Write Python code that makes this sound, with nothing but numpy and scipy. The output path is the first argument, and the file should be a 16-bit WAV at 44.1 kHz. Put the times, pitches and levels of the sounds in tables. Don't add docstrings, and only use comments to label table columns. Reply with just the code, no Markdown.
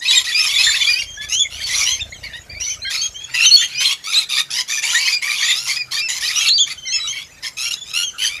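import sys
import numpy as np
from scipy import signal
from scipy.fft import rfft, irfft, next_fast_len
from scipy.io import wavfile
from scipy.ndimage import uniform_filter1d, map_coordinates

SR = 44100
rng = np.random.default_rng(int(sys.argv[2]) if len(sys.argv) > 2 else 0)


def digitize_waveform(pressure):
    field = np.atleast_2d(pressure).T
    bounded = np.clip(field, -1, 1)
    quanta = np.round(bounded * 32767).astype(np.int16)
    wavfile.write(sys.argv[1], SR, quanta)


N = 370440

SHORT_DULL_DB = 9


def amp(db):
    return 10 ** (np.asarray(db) / 20)


def unit(x):
    return x / np.sqrt(np.mean(x ** 2) + 1e-20)


def curve(rows):
    return np.interp(np.arange(N) / SR, *np.transpose(rows))


def wobble(rate, size=N):
    knots = rng.standard_normal(int(size * rate / SR) + 4)
    return map_coordinates(knots, [np.arange(size) * rate / SR])


def glide_phase(hz):
    return 2 * np.pi * np.cumsum(hz) / SR


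def coloured(x, points):
    m = next_fast_len(N + 8192)
    hz, db = np.transpose(points)
    grid = np.log(np.fft.rfftfreq(m, 1 / SR) + 1)
    gain = amp(np.interp(grid, np.log(hz), db, -120, -120))
    return irfft(rfft(x, m) * gain, m)[:N]


def add(track, s, sound):
    part = track[round(s * SR):][:len(sound)]
    part += sound[:len(part)]


def edges(t, rise, fall):
    ramp = np.clip(np.minimum(t / rise, (t[-1] - t) / fall), 0, 1)
    return np.sin(np.pi / 2 * ramp) ** 2


def garden():
    # (frequency [Hz], relative level [dB per Hz])
    hiss_spectrum = [(90, -11), (135, -1), (200, -6), (600, -9.5), (1500, -11.5), (14000, -21.5)]
    return amp(-51.5) * unit(coloured(rng.standard_normal(N), hiss_spectrum))


def hum():
    # (time [s], pitch [Hz], level [dB])
    hum_course = [(2.9, 118.6, -55), (3.9, 134.7, -59), (4.1, 139.8, -72), (4.5, 148.7, -48.5),
                  (4.849, 151, -76), (5.699, 125.7, -55), (7.6, 126, -63), (8.4, 125, -64)]
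    s, hz, db = np.transpose(hum_course)
    t = np.arange(N) / SR
    tone = np.sin(glide_phase(np.interp(t, s, hz) * (1 + 0.028 * wobble(20))))
    fade_in = np.clip((t - s[0]) / 0.23, 0, 1)
    return unit(tone * amp(5.1 * wobble(9.9))) * amp(np.interp(t, s, db)) * fade_in


def wings():
    # (time [s], level [dB])
    wing_level = [(0, -60), (.6, -48.5), (1.5, -45), (2.4, -42), (3.2, -52), (4.2, -62), (5.3, -62),
                  (5.8, -57.5), (6.9, -55), (8.4, -57)]
    # (frequency [Hz], relative level [dB per Hz])
    flap_spectrum = [(20, -21), (50, 5.5), (80, 6), (180, -10), (350, -18.5), (650, -10), (1000, -26)]
    beat = np.cos(glide_phase(28 * (1 + 0.059 * wobble(2.5))))
    puffs = rng.standard_normal(N) * amp(7 * beat + 2.5 * wobble(9))
    return amp(curve(wing_level)) * unit(coloured(puffs, flap_spectrum))


def far_flock():
    # (frequency [Hz], relative level [dB per Hz])
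    haze_spectrum = [(1200, 3), (2200, 4.5), (3500, -10), (7000, 4.5), (15000, -69)]
    z = signal.stft(rng.standard_normal(N), nperseg=512)[2]
    patches = uniform_filter1d(rng.standard_normal(z.shape), 4, 0)
    patches = uniform_filter1d(patches, 10, 1)
    haze = signal.istft(z * amp(11.3 * unit(patches)), nperseg=512)[1][:N]
    return amp(-44.0) * unit(coloured(haze, haze_spectrum))


def surroundings(x):
    t = np.arange(SR // 2) / SR
    decay = amp(-60 * t / .1) + .14 * amp(-60 * t / .5)
    tail = rng.standard_normal(len(t)) * decay
    delayed = np.pad(x, (300, 0))
    return signal.fftconvolve(delayed, tail / np.linalg.norm(tail))[:N]


def chirp_octave_db(hz):
    octave_db, from_hz, loss_db_per_khz = 1, 3460, 12
    return octave_db - loss_db_per_khz * np.clip(hz - from_hz, 0, None) / 1000


def note(length, pitches_hz, octave_db, waver, flutter_db):
    t = np.arange(int(length * SR)) / SR
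    position = t / t[-1] * (len(pitches_hz) - 1)
    hz = map_coordinates(np.array(pitches_hz, float), [position], order=2, mode="nearest")
    phase = glide_phase(hz * (1 + waver * wobble(150.0, size=len(t))))
    octave_db = octave_db + rng.normal(0, 2.5) + flutter_db * wobble(87.5, size=len(t))
    overtones = np.sin(2 * phase) + .05 * np.sin(3 * phase)
    tone = np.sin(phase) + amp(octave_db) / (1 + (hz / 3750) ** 12) * overtones
    flutter = amp(flutter_db * wobble(74.7, size=len(t)))
    return np.sqrt(2) * tone * flutter * edges(t, 0.0082, 0.0039)


def chatter(crowd, count=420):
    out = np.zeros(N)
    for s, size, pitch, arch, slope, db in rng.random((count, 6)):
        hz = 1800 * 2.6 ** pitch ** 1.4
        start, middle = 1 - 0.1917 * arch, 1 + 0.0447 * slope
        end = 1 + 0.17 * slope - 0.194 * arch
        chirp = note(0.01126 + 0.0309 * size ** 2, hz * np.array([start, middle, end]),
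                     chirp_octave_db(hz) - SHORT_DULL_DB, waver=0.013, flutter_db=1.5)
        squabble = crowd[int(s * N):][:len(chirp)].min()
        add(out, s * N / SR, (squabble + amp(-54)) * amp(-4 + 8 * db) * chirp)
    return out


def contour(length, from_hz, to_hz):
    scoop, scoop_s, droop, droop_s = 0.0964, 0.00584, 0.08, .004
    t = np.linspace(0, length, num=32)
    sag = scoop * np.exp(-t / scoop_s) + droop * np.exp((t - length) / droop_s)
    return (from_hz + (to_hz - from_hz) * t / length) * (1 - sag)


def whistles():
    # (time [s], length [s], held pitch from [Hz], held pitch to [Hz], level [dB])
    whistle_calls = [(0.008,0.045,1876,2066,-34),(0.051,0.026,2500,2760,-22),(0.077,0.046,3870,3940,-15),(0.105,0.029,3540,3420,-13.5),(0.13,0.023,2460,2560,-16.5),
                     (0.151,0.036,3895,3670,-14),(0.317,0.025,3450,3570,-21.5),(0.344,0.054,2413,2510,-20.5),
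                     (0.386,0.033,5110,5530,-14.5),(0.46,0.025,5920,4930,-20),
                     (0.538,0.021,3760,3920,-18),(0.557,0.023,3500,3590,-12.5),(0.651,0.072,4210,4040,-22),(0.583,0.036,2500,2634,-16.5),(0.632,0.093,3550,3597,-20.5),
                     (0.801,0.031,3610,3500,-17),(0.845,.012,3410,3650,-15.5),(0.87,0.009,3650,3370,-14.5),(0.868,0.058,2388,2466,-16),
                     (0.932,0.015,4780,4950,-13.5),(0.958,0.029,2500,2570,-20),(0.986,0.028,2790,2894,-21),(1.017,0.0088,2600,2260,-20),
                     (1.055,0.11,3210,3200,-36),(1.171,0.11,1710,1740,-35),(1.321,0.11,2790,3550,-19.5),(1.39,0.045,3600,3315,-18.5),(1.635,0.036,4520,4510,-23),
                     (1.827,0.13,5410,6440,-22.5),(1.885,0.048,3030,3430,-26),(1.913,0.033,3360,3216,-23),(1.992,0.018,2320,2970,-28),
                     (2.006,0.025,3796,3560,-22.5),(2.121,0.016,1960,2350,-31),(2.14,0.037,3610,2940,-40.5),(2.237,0.041,2350,2080,-32.5),
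                     (2.332,0.061,1805,1980,-34.5),(2.495,0.06,2410,2400,-39),
                     (2.546,0.06,2210,2470,-35),(2.598,0.054,2600,3120,-32.5),(2.604,.13,5670,6250,-25),(2.663,0.028,2310,2250,-29.5),(2.686,0.064,3150,3055,-33.5),
                     (2.818,0.076,4160,4230,-28),(2.847,0.062,1586,1644,-30),(2.85,0.028,2300,1930,-27),(2.945,0.023,2480,2530,-27),
                     (2.97,0.063,4350,4520,-23.5),(3.014,0.055,3197,3310,-26.5),(3.143,0.11,3045,3427,-35),
                     (3.386,0.073,2440,3030,-25.5),(3.42,0.055,4030,4480,-20),(3.45,0.012,4340,3750,-11),(3.459,0.036,3205,2980,-14),(3.509,0.054,4310,4446,-6.5),
                     (3.563,0.054,3320,3624,-17.5),(3.592,0.073,3056,3287,-22.5),(3.746,0.1,2434,2566,-29),
                     (3.777,0.057,2980,3150,-28),(3.843,0.042,4210,4150,-19),(3.908,0.015,2560,3120,-20),(4.069,0.037,1283,1390,-35),(4.051,0.11,2200,2597,-38.5),(4.139,0.02,4800,3620,-14),
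                     (4.155,0.042,3644,4270,-11.5),(5.383,0.054,3360,3274,-28.5),(4.979,0.065,2256,2330,-24.5),(5.041,0.099,2546,2510,-27),(5.12,0.056,2410,2450,-22.5),(5.45,0.071,3500,3570,-23.5),
                     (5.421,0.037,2187,2460,-23.5),(5.699,0.024,2450,2300,-24.5),(5.76,0.065,2534,2440,-26.5),
                     (5.971,0.047,2436,2420,-26),(6.013,0.066,2692,2629,-26.5),(6.356,0.036,2850,3000,-22),(6.391,0.05,3370,3140,-23.5),
                     (6.775,0.12,3120,3090,-36),(6.882,0.045,3990,4370,-27),(6.852,0.054,2200,1990,-32),
                     (6.87,0.1,5610,7040,-25.5),(6.925,0.069,2730,2560,-28),(6.914,0.05,3150,3410,-26.5),(6.998,0.081,4020,3820,-25),
                     (7.071,0.053,2870,3330,-27.5),(7.125,0.02,2150,2380,-28),(7.165,0.025,2370,2160,-27.5),
                     (7.768,0.077,3470,3447,-35),(8.025,0.076,3380,3050,-29)]
    lead_s, soft_ends_s = .002, 0.0041
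    out = np.zeros(N)
    for s, length, from_hz, to_hz, db in whistle_calls:
        full = length + soft_ends_s
        far_db = max(-27 - db, 0)
        octave_db = chirp_octave_db((from_hz + to_hz) / 2) - .7 * far_db
        octave_db -= SHORT_DULL_DB * (length < .036)
        tone = note(full, contour(full, from_hz, to_hz), octave_db,
                    waver=0.0029 + .0008 * far_db, flutter_db=1.5 + .25 * far_db)
        add(out, s - lead_s, amp(db) * tone)
    return out


def lead_call():
    # (time [s], pitch [Hz], level [dB])
    call_course = [(6.462, 4330, -22), (6.482, 4400, -13), (6.489, 3130, -13.5), (6.503, 4360, -12.5),
                   (6.515, 3970, -11.5), (6.545, 4660, -14.5), (6.577, 4640, -12.5), (6.585, 3060, -18),
                   (6.61, 3550, -11), (6.652, 2964, -20)]
    s, hz, db = np.transpose(call_course)
    t = np.arange(int((s[-1] - s[0]) * SR)) / SR
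    hz = uniform_filter1d(np.interp(t + s[0], s, hz), size=150)
    phase = glide_phase(hz)
    tone = np.sin(phase) + amp(-4) / (1 + (hz / 3700) ** 40) * np.sin(2 * phase)
    level = amp(np.interp(t + s[0], s, db))
    out = np.zeros(N)
    add(out, s[0], np.sqrt(2) * tone * level * edges(t, 0.0025, 0.018))
    return out


def mouth(x, hz):
    lift_db, half_width_hz = 9, 450
    grid = np.fft.rfftfreq(len(x), 1 / SR)
    gain = amp(lift_db / (1 + ((grid - hz) / half_width_hz) ** 2))
    return unit(irfft(rfft(x) * gain, len(x)))


def screeches():
    # (time [s], length [s],
    # middle pitch [Hz], level [dB], swell over the call [dB], roughness [0-1], mouth resonance [Hz])
    screech_calls = [(0.013, 0.096, 1006, -27, 13, 0.8, 4100), (0.106, 0.12, 1030, -21, -2, 0.66, 4230),
                     (0.238, 0.089, 1320, -25, -4, 0.88, 4130), (0.324, 0.14, 1220, -22.5, 14, 0.6, 2700),
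                     (0.466, 0.12, 1101, -22.5, -1, 0.53, 3230), (0.582, 0.32, 1081, -23, -9.5, 1.01, 4000),
                     (0.899, 0.15, 1566, -27.5, -7, 0.37, 5240), (1.209, 0.049, 1082, -31, 8, 0.47, 2100),
                     (1.284, 0.075, 1354, -24.5, 4, 0.33, 6100), (1.499, 0.15, 1515, -30, 10.5, 0.49, 3300),
                     (1.652, 0.2, 1158, -21.5, 7, 1.05, 5970),
                     (1.854, 0.14, 1047, -27.5, -13.5, 0.42, 2880),
                     (2.229, 0.045, 1014, -35, -14, 0.58, 2000), (2.274, 0.11, 985, -41, 8, 0.13, 2070),
                     (2.598, 0.16, 1085, -32.5, -3, 0.43, 5860), (2.896, 0.19, 1280, -28, -13, 0.73, 4350),
                     (3.196, 0.16, 939, -41.5, 5, 0.62, 1930), (3.337, 0.13, 1468, -19.5, 8, 0.75, 2700),
                     (3.491, 0.17, 1450, -25.5, 2, 0.61, 3060), (3.669, 0.16, 1522, -35.2, -9, 1.1, 2210),
                     (3.8, 0.14, 1052, -21, 1.5, 0.67, 3800), (4.038, 0.094, 1240, -26.5, 11, 0.25, 3970),
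                     (4.126, 0.12, 1252, -23, -5.5, 0.8, 3640), (4.289, 0.13, 1264, -20.5, 7, 0.59, 3700),
                     (4.502, 0.12, 980, -22.5, 8, 0.58, 5340), (4.676, 0.13, 1171, -23, 6, 0.65, 5940),
                     (4.817, 0.18, 939, -20, 3, 0.91, 7100), (4.995, 0.16, 1118, -22.5, 0, 0.96, 4500),
                     (5.216, 0.14, 1190, -22, 0.5, 0.66, 2160), (5.352, 0.19, 1193, -22, 7.5, 1.02, 3550),
                     (5.542, 0.1287, 1337, -25, 0, 0.48, 5100), (5.666, 0.12, 1104, -24, -12.5, 0.91, 5000),
                     (5.909, 0.1, 1103, -24, -1.5, 0.77, 4308), (6.084, 0.11, 1014, -22.5, -5, 0.72, 7200),
                     (6.198, 0.13, 1202, -23, -1, 0.87, 5360), (6.326, 0.17, 1284, -21.5, 5, 0.64, 3100),
                     (6.664, 0.073, 1213, -28.5, -2.5, 0.67, 2030),
                     (6.917, 0.32, 1112, -35, 4.5, 0.39, 2950), (7.424, 0.071, 1069, -28, -3, 0.72, 5140),
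                     (7.568, 0.13, 1368, -24, 1.5, 0.42, 5510), (7.707, 0.021, 1450, -20.5, 1, 0.1, 3080),
                     (7.73, 0.021, 1352, -22, 6, 0.42, 3940), (7.856, 0.07, 1280, -34, 6, 0.36, 7060),
                     (7.935, 0.11, 1454, -20, 0.5, 0.01, 3100), (8.18, 0.11, 1551, -20.5, 12.5, 0.37, 3100),
                     (8.294, 0.089, 1212, -31.5, -1, 0.02, 2420)]
    # (frequency [Hz], relative level [dB per Hz])
    throat_spectrum = [(350, -24), (600, -13.5), (941, -7.5), (1670, -6.5), (2250, 3.5), (3680, 3),
                       (6790, 0.5), (8450, -12.5), (10100, -3), (15600, -27.5)]
    voice, level, crowd = np.zeros(N), np.zeros(N), np.zeros(N)
    for s, length, pitch_hz, db, swell_db, rough, mouth_hz in screech_calls:
        t = np.arange(int((length + 0.012) * SR)) / SR
        size, rough = len(t), np.clip(rough, 0, 1)
        beat = glide_phase((88 + 70 * rough) * (1 + 0.1274 * wobble(24.44, size)))
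        scoop = -.11 * np.exp(-t / .022) - .02 * np.sin(beat) + .03 * wobble(22, size)
        scatter = .037 * rough * wobble(400, size)
        climb_hz = 300.4 * (t - t[-1] / 2)
        phase = glide_phase((pitch_hz + climb_hz) * (1 + scoop + scatter))
        stack = np.zeros(size)
        for k in range(1, 14):
            flutter = amp(2.5 * wobble(14, size)) * (1 + (.25 + .8 * rough) * wobble(300, size))
            stack += min(k * 0.74, 1) * flutter * np.cos(k * phase + k * k)
        breath = .06 + .4 * rough ** 1.5
        source = np.sqrt(1 - breath) * unit(stack) + np.sqrt(breath) * rng.standard_normal(size)
        throb = unit(amp((4 - 2.5 * rough) * np.cos(beat) + 1.4 * wobble(30, size)))
        add(voice, s - .004, mouth(source, mouth_hz) * throb * edges(t, 0.002, 0.0028))
        gain = amp(db + swell_db * (t / t[-1] - .5)) * edges(t, 0.0076 + 0.015 * rough, 0.021)
        add(level, s - .004, gain)
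        add(crowd, s, rough * gain)
    voice = unit(coloured(voice, throat_spectrum))
    treble = coloured(voice, [(3500, -30), (6500, 0), (16000, 0)])
    nearness = np.clip(level / amp(-28.5), 0, 1) ** .5
    return level * (voice - (1 - nearness) * treble), crowd


def scene():
    harsh, crowd = screeches()
    birds = harsh + whistles() + lead_call() + chatter(crowd)
    echo = amp(-10) * surroundings(birds)
    return (birds + echo + far_flock() + wings() + garden() + hum())[None]


def record(dry):
    soft = dry[0] / (1 + np.abs(dry[0]) ** 6) ** (1 / 6)
    return coloured(soft, [(5, 0), (15760, 0)])[None]


dry = scene()
out = record(dry)
digitize_waveform(out)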